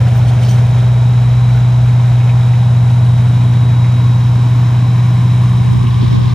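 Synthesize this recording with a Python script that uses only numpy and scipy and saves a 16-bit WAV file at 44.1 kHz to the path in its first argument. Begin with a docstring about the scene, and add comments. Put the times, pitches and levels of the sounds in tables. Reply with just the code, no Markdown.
"""On a building site a wood chipper drones, its gear pump whining, and beats against a second, rougher
engine whose casing rattles. Loose metal jingles and scrapes in the first half second. From 2.1 s the
microphone backs away to a wall, whose echo hollows the midrange, while small parts clatter lightly.
From 5 s a gust buffets the microphone as it moves into a corner; dull knocks, shoe scuffs and a last
clatter end the scene."""
import sys
import numpy as np
from scipy import signal
from scipy.fft import rfft, irfft
from scipy.io import wavfile
from scipy.ndimage import uniform_filter1d, minimum_filter1d

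SR = 44100
rng = np.random.default_rng(int(sys.argv[2]) if len(sys.argv) > 2 else 0)


def wav_out(sig):
    """Save sig, one row per channel (or a flat mono array), as 16-bit PCM at SR to the path in sys.argv[1]."""
    wavfile.write(sys.argv[1], SR, np.round(np.clip(np.atleast_2d(sig).T, -1, 1) * 32767).astype(np.int16))


N = 279594
T = np.arange(N) / SR
FREQS = np.arange(N // 2 + 1) * SR / N
SIDES = np.array([[1], [-1]])  # left and right, in opposite directions
# The microphone's moves, start and end: off its first spot into the open, to the wall, into a corner.
LEAVE_S, RETREAT_S, CORNER_S = (0.53, 1.13), (2.1, 4.6), (5.3, 6.05)


def undb(db):
    """Decibels to gain."""
    return 10 ** (np.asarray(db) / 20)


def unit(x):
    """Scale to rms 1."""
    return x / np.sqrt(np.mean(x ** 2))


def colour(x, points):
    """Filter by a spectrum of (Hz, dB) points."""
    hz, db = np.transpose(points)
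    return irfft(rfft(x) * undb(np.interp(np.log(FREQS + 1), np.log(hz), db)), N)


def resonate(x, hz, width):
    """One resonance, gain 1 at its centre."""
    return irfft(rfft(x) * 1j * FREQS * width / (hz ** 2 - FREQS ** 2 + 1j * FREQS * width), N)


def walk(rate):
    """A smooth random wander of rms 1, taking `rate` steps a second."""
    hold = int(SR / rate)
    steps = np.repeat(rng.standard_normal(N // hold + 2), hold)
    return unit(uniform_filter1d(uniform_filter1d(steps, hold), hold)[:N])


def ramp(start, end):
    """A smooth move from 0 to 1."""
    progress = np.clip((T - start) / (end - start), 0, 1)
    return (1 - np.cos(np.pi * progress)) / 2


def fader(open_db, first_db, wall_db, corner_db):
    """A layer's gain in the open, with trims at the first spot, from the wall on and in the corner."""
    early_db = open_db + first_db * (1 - ramp(*LEAVE_S))
    return undb(early_db + wall_db * ramp(*RETREAT_S) + corner_db * ramp(*CORNER_S))


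def partial(turns, fade_db, drift):
    """A sine whose strength and phase wander as the paths over the ground change."""
    strength = np.sqrt(2) * undb(fade_db * walk(1.684))
    return strength * np.sin(2 * np.pi * (turns + rng.random() + drift * walk(3)))


# The diffuse share of the noise. Each row: frequency in Hz, side against mid in dB.
STEREO_WIDTH = [(60, -25), (150, -23.5), (300, -15.5), (550, -8), (1000, -14.5), (1230, -3.5),
                (1500, -15.5), (3000, -13.5), (7000, -8.5), (10000, -35.5), (13000, -11)]

def air():
    """Stereo noise, nearly mono in the bass and mostly wider above."""
    mid, side = rng.standard_normal((2, N))
    return mid + colour(side, STEREO_WIDTH) * SIDES


# The drone. Each row: multiple of the cycle rate, relative dB in the open, relative dB at the wall.
CHIPPER_PARTIALS = [(2, -30.5, -30.5), (3, -23.5, -17), (4, 0, 0.5), (5, -23, -18.5), (6, -25, -16),
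                    (8, -31.5, -26), (9, -39, -40.5), (10, -41, -39), (11, -46.5, -43), (12, -46.5, -39.5),
                    (14, -50.5, -47.5)]

def chipper(firing_hz, wall, drift=0.012):
    """The firing tone booms steadily; the crank's speed ripples once a cycle, adding partials around it."""
    cycles = np.cumsum(firing_hz) / SR / 4  # four firings make a cycle
    out = 0
    for order, open_db, wall_db in CHIPPER_PARTIALS:
        wanders = order != 4
        lag = (order < 4) / 4  # lower partials lag, so the hum half warbles and half throbs
        tone = np.sqrt(2) * np.sin(2 * np.pi * (order * cycles - lag + wanders * drift * walk(2.6)))
        out = out + undb(open_db + wall * (wall_db - open_db) + wanders * 2.7 * walk(1.6)) * tone
    return out * fader(-8, -0.6, -1.2, -1.5)


# The gear tone. Each row: multiple of the tooth rate, relative level in dB.
MESH_PARTIALS = [(1, -3), (5, -18), (7, -18.5), (8, -9), (9, -21.5), (10, -15), (11, -14), (12, -13.5),
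                 (13, -10), (14, -26), (15, -20.5), (16, -22), (18, -14.5), (19, -27.5)]
# The pump's loudest cluster of lines. Each row: multiple of the shaft rate, relative level in dB.
WHINE_PARTIALS = [(69, -8), (71, -5), (72, -0.5), (73, -2), (75, -16)]

def gear_pump(firing_hz, turns_per_firing=.4427, rasp=0.038, db_per_hz=2.0):
    """Twelve teeth mesh per turn; the shaft's wobble splits each overtone into a cluster of lines."""
    shaft = np.cumsum(turns_per_firing * firing_hz * (1 + .0006 * walk(25))) / SR
    angle = 2 * np.pi * shaft
    wobble = (1.1 * np.sin(angle) + .35 * np.sin(2 * angle)) / (2 * np.pi)
    mesh = 0
    for order, db in MESH_PARTIALS:
        warble = (order > 1) * (wobble + rasp * walk(200))
        mesh = mesh + undb(db) * partial(order * 12 * shaft + warble, fade_db=-2.0, drift=.05)
    load = 1 + 0.37 * np.sin(angle) + 0.18 * np.cos(2 * angle) + 0.23 * np.cos(3 * angle)
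    whine = sum(undb(db) * partial(order * shaft + 0.056 * walk(120), fade_db=3.0, drift=.1)
                for order, db in WHINE_PARTIALS)
    effort = undb(db_per_hz * (firing_hz - firing_hz.mean()))  # louder as the engine speeds up
    return effort * (mesh * load + whine) * fader(-49.5, -2, 2.8, -6)


# The second engine's buzz. Each row: multiple of the cycle rate, relative level in dB.
BUZZ_PARTIALS = [(8, -34), (16, -48), (20, -50), (22, -57.5), (25, -47), (26, -44), (28, -46.5), (29, -52),
                 (31, -42), (35, -49), (36, -52.5), (40, -53), (45, -54.5), (52, -60)]

def second_engine(cycles, crest_s=3.15, crest_every_s=2.95, crest_db=2.5):
    """A buzzing comb over a firing tone that swells as the microphone crosses its standing wave's crests."""
    standing_wave = undb(crest_db * np.cos(2 * np.pi * (T - crest_s) / crest_every_s))
    firing = standing_wave * partial(4 * cycles, fade_db=0, drift=0)
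    buzz = sum(undb(db) * partial(order * cycles, fade_db=0.6, drift=0.1) for order, db in BUZZ_PARTIALS)
    return firing * fader(-25, 1.5, 3, -2) + buzz * fader(-0.5, 2, -1, -3)


# Hum from further off. Each row: pitch in Hz, level in the open in dB, level at the wall in dB.
DISTANT_TONES = [(57.4, -30, -46), (73.8, -32, -33), (167.6, -32, -34.5), (385, -52.5, -46),
                 (729, -55, -55.5), (770, -51, -54.5)]
# The exhaust's EQ curve. Each row: frequency in Hz, relative level in dB.
EXHAUST_EQ = [(20, -24.5), (40, -19.5), (60, -1), (90, -4), (135, 5), (190, -3.5), (260, -8.5),
              (330, -14.5), (450, -25), (800, -59)]

def distant_machines(wall):
    """Far machines hum over an exhaust rumble, which trades deep bass for low mids near the wall."""
    tones = sum(undb(open_db + wall * (wall_db - open_db)) * partial(hz * T, fade_db=3.0, drift=0.086)
                for hz, open_db, wall_db in DISTANT_TONES)
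    rumble = fader(-27.5, 3, 1, -2.5) * unit(colour(air(), EXHAUST_EQ))
    low_mids = 0.81 * wall * resonate(rumble, 300, 170)
    deep_bass = 0.6 * (1 - wall) * resonate(rumble, 45, 30)
    return tones + rumble + low_mids + deep_bass


# EQ curves of the casing's body and of its rattle. Each row: frequency in Hz, relative level in dB.
BODY_EQ = [(200, -24), (340, -5), (450, 2), (560, 1.5), (720, 2), (860, -4.5), (1200, -13), (2000, -46)]
RATTLE_EQ = [(600, -8.5), (1200, 0.5), (1450, 4), (1850, 0.5), (2300, -0.5), (2750, -3), (3100, -3.5),
             (3600, -3.5), (4200, -7.5), (4850, -12.5), (5500, -11), (6700, -12.5), (9700, -14),
             (15000, -26.5)]
# Resonant bands of the rattle, plus a hiss around the pump's whine near 3.8 kHz.
# Each row: centre in Hz, bandwidth in Hz, level against the rattle in dB.
RATTLE_BANDS = [(1345, 100, -9), (2320, 250, -8), (3120, 120, -7.5), (3830, 210, -8.5), (5200, 260, -3),
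                (5530, 170, -14), (6460, 130, -7), (8660, 480, -1)]

def casing(cycles, wall, corner, band_hz=1015):
    """Valve gear and sheet metal rattle in time with the second engine; a panel band sings near 1 kHz."""
    throb = undb(0.67 * np.cos(4 * np.pi * cycles) + .5 * np.cos(2 * np.pi * cycles))
    body = unit(colour(air() * throb, BODY_EQ)) * fader(-36, 5, 1, -3.5)
    band = resonate(resonate(air(), band_hz, 300), band_hz, 300)
    panel_hz = 944.5 + 68.46 * wall + 34.9 * corner
    glide = np.exp(2j * np.pi * np.cumsum(panel_hz - band_hz) / SR)  # shifts the band to panel_hz
    panel = unit(np.real(signal.hilbert(band) * glide) * throb) * fader(-35.5, -1.5, 2.5, 2)
    rattle = colour(air() * throb ** .5, RATTLE_EQ)
    peaks = sum(undb(db + 2.8 * walk(1.5)) * resonate(rattle, hz, width) for hz, width, db in RATTLE_BANDS)
    flicker = undb(0.51 * walk(35))
    return body + panel + unit(rattle + peaks) * fader(-35, 1.5, 0.43, -1) * flicker


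# Shakes of loose metal. Each row: peak time in seconds, level in dB, half-width in seconds.
JINGLE_BURSTS = [(.17, -45, 0.011), (0.288, -37.5, 0.013), (0.436, -35, 0.013), (0.501, -31.5, 0.017),
                 (0.552, -41, .025)]
# Their bright ring. Each row: pitch in Hz, relative level in dB.
JINGLE_RINGS = [(3090, 2.5), (4330, -5.5), (5300, -15), (5860, -3), (6480, -4.5), (8330, 0), (9220, -14),
                (10370, -13), (11850, -6), (15200, -20)]

def jingles(width_hz=105):
    """Bursts of tiny collisions ring small, quickly damped pieces of metal."""
    swell = sum(undb(db) * np.exp(-.5 * ((T - peak) / spread) ** 2) for peak, db, spread in JINGLE_BURSTS)
    ring = sum(undb(db) * resonate(air() * undb(2.9 * walk(400)) * swell, hz, width_hz)
               for hz, db in JINGLE_RINGS)
    return unit(ring) * np.sqrt(np.mean(swell ** 2))


# Grainy rasps. Each row: peak time in seconds, level in dB, half-width in seconds, band centre in Hz.
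RASPS = [(0.173, -42.5, .012, 13000), (0.298, -40, 0.0067, 3630), (.47, -39.5, 0.034, 4760),
         (5.875, -36, .012, 2800), (5.94, -43, .03, 3180), (6.033, -35.5, .02, 3500),
         (6.076, -40.5, .008, 2900), (6.18, -40.5, 0.12, 3600), (6.293, -39, 0.012, 3600)]

def scrapes(width=.4):
    """Short swells of tiny grains: the scrape of jingling metal at the start, shoe scuffs at the end."""
    out, friction = 0, air() * undb(3.5 * walk(400))
    for peak, db, spread, hz in RASPS:
        grains = resonate(resonate(friction, hz, width * hz), hz, width * hz)
        out = out + unit(grains) * undb(db) * np.exp(-.5 * ((T - peak) / spread) ** 2)
    return out


# Midrange dips. Each row: centre in Hz, bandwidth in Hz, share cut at the wall, extra share in the corner.
ECHO_DIPS = [(540, 260, .3, .25), (700, 170, .03, .25), (1350, 260, .4, .35)]

def wall_echo(machines, wall, corner):
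    """The wall's echo partly cancels midrange bands, so the machines turn hollow."""
    for hz, width, wall_share, corner_share in ECHO_DIPS:
        depth = wall_share * wall + corner_share * corner
        machines = machines - depth * resonate(machines, hz, width)
    return machines


# Light metal taps. Each row: start in seconds, level in dB, pitch of the ring in Hz.
TAPS = [(2.202, -30.5, 2280), (2.29, -29.5, 2250), (2.534, -32.5, 2295), (3.242, -41, 2970),
        (3.842, -34, 2120), (3.967, -36, 2500), (5.911, -35, 3200), (6.145, -34.5, 3916), (6.22, -42, 2300)]

def clatter(t60=0.14):
    """Loose metal parts tap, each with a short dense ring."""
    out, noise = 0, air()
    for start, db, hz in TAPS:
        decay = (T >= start) * np.exp(-np.log(1000) * np.abs(T - start) / t60)
        ring = resonate(resonate(noise, hz, 0.22 * hz), hz, .45 * hz)
        out = out + unit(ring) * decay * undb(db)
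    return out


# The buffeting's EQ curve. Each row: frequency in Hz, relative level in dB.
WIND_EQ = [(30, -26), (70, -10), (150, -0.5), (280, -8), (500, -17), (1000, -22.5), (1600, -39),
           (4000, -39), (8000, -60)]

def wind(rise_s=(4.96, 5.87), rise_db=43, gust_db=-20.5, deep_db=-29):
    """A gust rises and stays; eddies push the microphone's ports opposite ways, the deepest together."""
    lull_db = rise_db * (ramp(*rise_s) - 1)
    eddies = unit(colour(rng.standard_normal(N), WIND_EQ)) * undb(2.7 * walk(18) + gust_db + lull_db)
    deep = unit(resonate(resonate(rng.standard_normal(N), 60, 50), 60, 50))
    return deep * undb(deep_db + .5 * lull_db) + eddies * SIDES


# Dull knocks. Each row: start in seconds, level in dB.
BLOWS = [(5.745, -27.5), (5.839, -20), (6.025, -17)]
# Their low ring. Each row: pitch in Hz, level against the blow in dB, seconds to fall 60 dB.
KNOCK_RINGS = [(71.4, 7, 0.2), (240, 7, 0.093), (350, -2.5, 0.12), (470, -22, 0.049)]

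def knocks(attack_s=0.0025):
    """Soft blows ring a few low modes."""
    out = 0
    for start, db in BLOWS:
        age = np.maximum(T - start, 0)
        for hz, mode_db, t60 in KNOCK_RINGS:
            envelope = np.tanh(age / attack_s) * np.exp(-np.log(1000) * age / t60)
            out = out + undb(db + mode_db) * np.sin(2 * np.pi * hz * age) * envelope
    return out


# The stereo image. Each row: frequency in Hz, the left port's lead over the right in radians.
LEFT_LEAD = [(20, 0), (200, -.1), (450, -.55), (900, -.65), (1150, -1.1), (1400, .25), (4000, .6),
             (6000, .75), (7000, 1.45), (8500, 2.45), (9200, 3.05), (11000, 3.25), (12000, 4.1),
             (14000, 5.5)]

def microphone_ports(x):
    """The two ports hear the site with a phase difference, the left a little louder."""
    phase = np.interp(FREQS, *np.transpose(LEFT_LEAD))
    return irfft(rfft(x) * np.exp(.5j * phase * SIDES), N) * undb(0.095 * SIDES)


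# The chipper's governed speed, which also drives its pump. Each row: time in seconds, firing rate in Hz.
CHIPPER_SPEED = [(0, 120.77), (0.6, 120.8), (1.1, 121.19), (1.65, 121.52), (2.3, 121.06), (3.2, 120.84),
                 (4.0, 120.63), (4.8, 120.91), (5.5, 121.34), (6.34, 121.15)]

def scene(edge_s=.006):
    """The mix: a bed of machines, the small events on top and wind on the microphone."""
    wall, corner = ramp(*RETREAT_S), ramp(*CORNER_S)
    firing_hz = np.interp(T, *np.transpose(CHIPPER_SPEED))
    second_firing_hz = 101.86 * (1 + 0.000997 * walk(2))
    second_cycles = np.cumsum(second_firing_hz) / SR / 4
    machines = chipper(firing_hz, wall) + gear_pump(firing_hz) + second_engine(second_cycles)
    machines = machines + distant_machines(wall) + casing(second_cycles, wall, corner)
    site = wall_echo(machines, wall, corner) + jingles() + scrapes() + clatter() + knocks()
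    fade = ramp(0, edge_s) * (1 - ramp(T[-1] - edge_s, T[-1]))
    return microphone_ports(fade * site) + wind()


def record(dry):
    """A limiter turns down the highest peaks, and a steep low-pass cuts the top."""
    ceiling, window_samples, top_hz = .96, 900, 15600
    safe_gain = np.minimum(1, ceiling / (np.abs(dry).max(axis=0) + 1e-9))
    gain = uniform_filter1d(minimum_filter1d(safe_gain, window_samples), window_samples)
    return signal.sosfilt(signal.ellip(8, .2, 70, top_hz, fs=SR, output="sos"), dry * gain)


dry = scene()
out = record(dry)
wav_out(out)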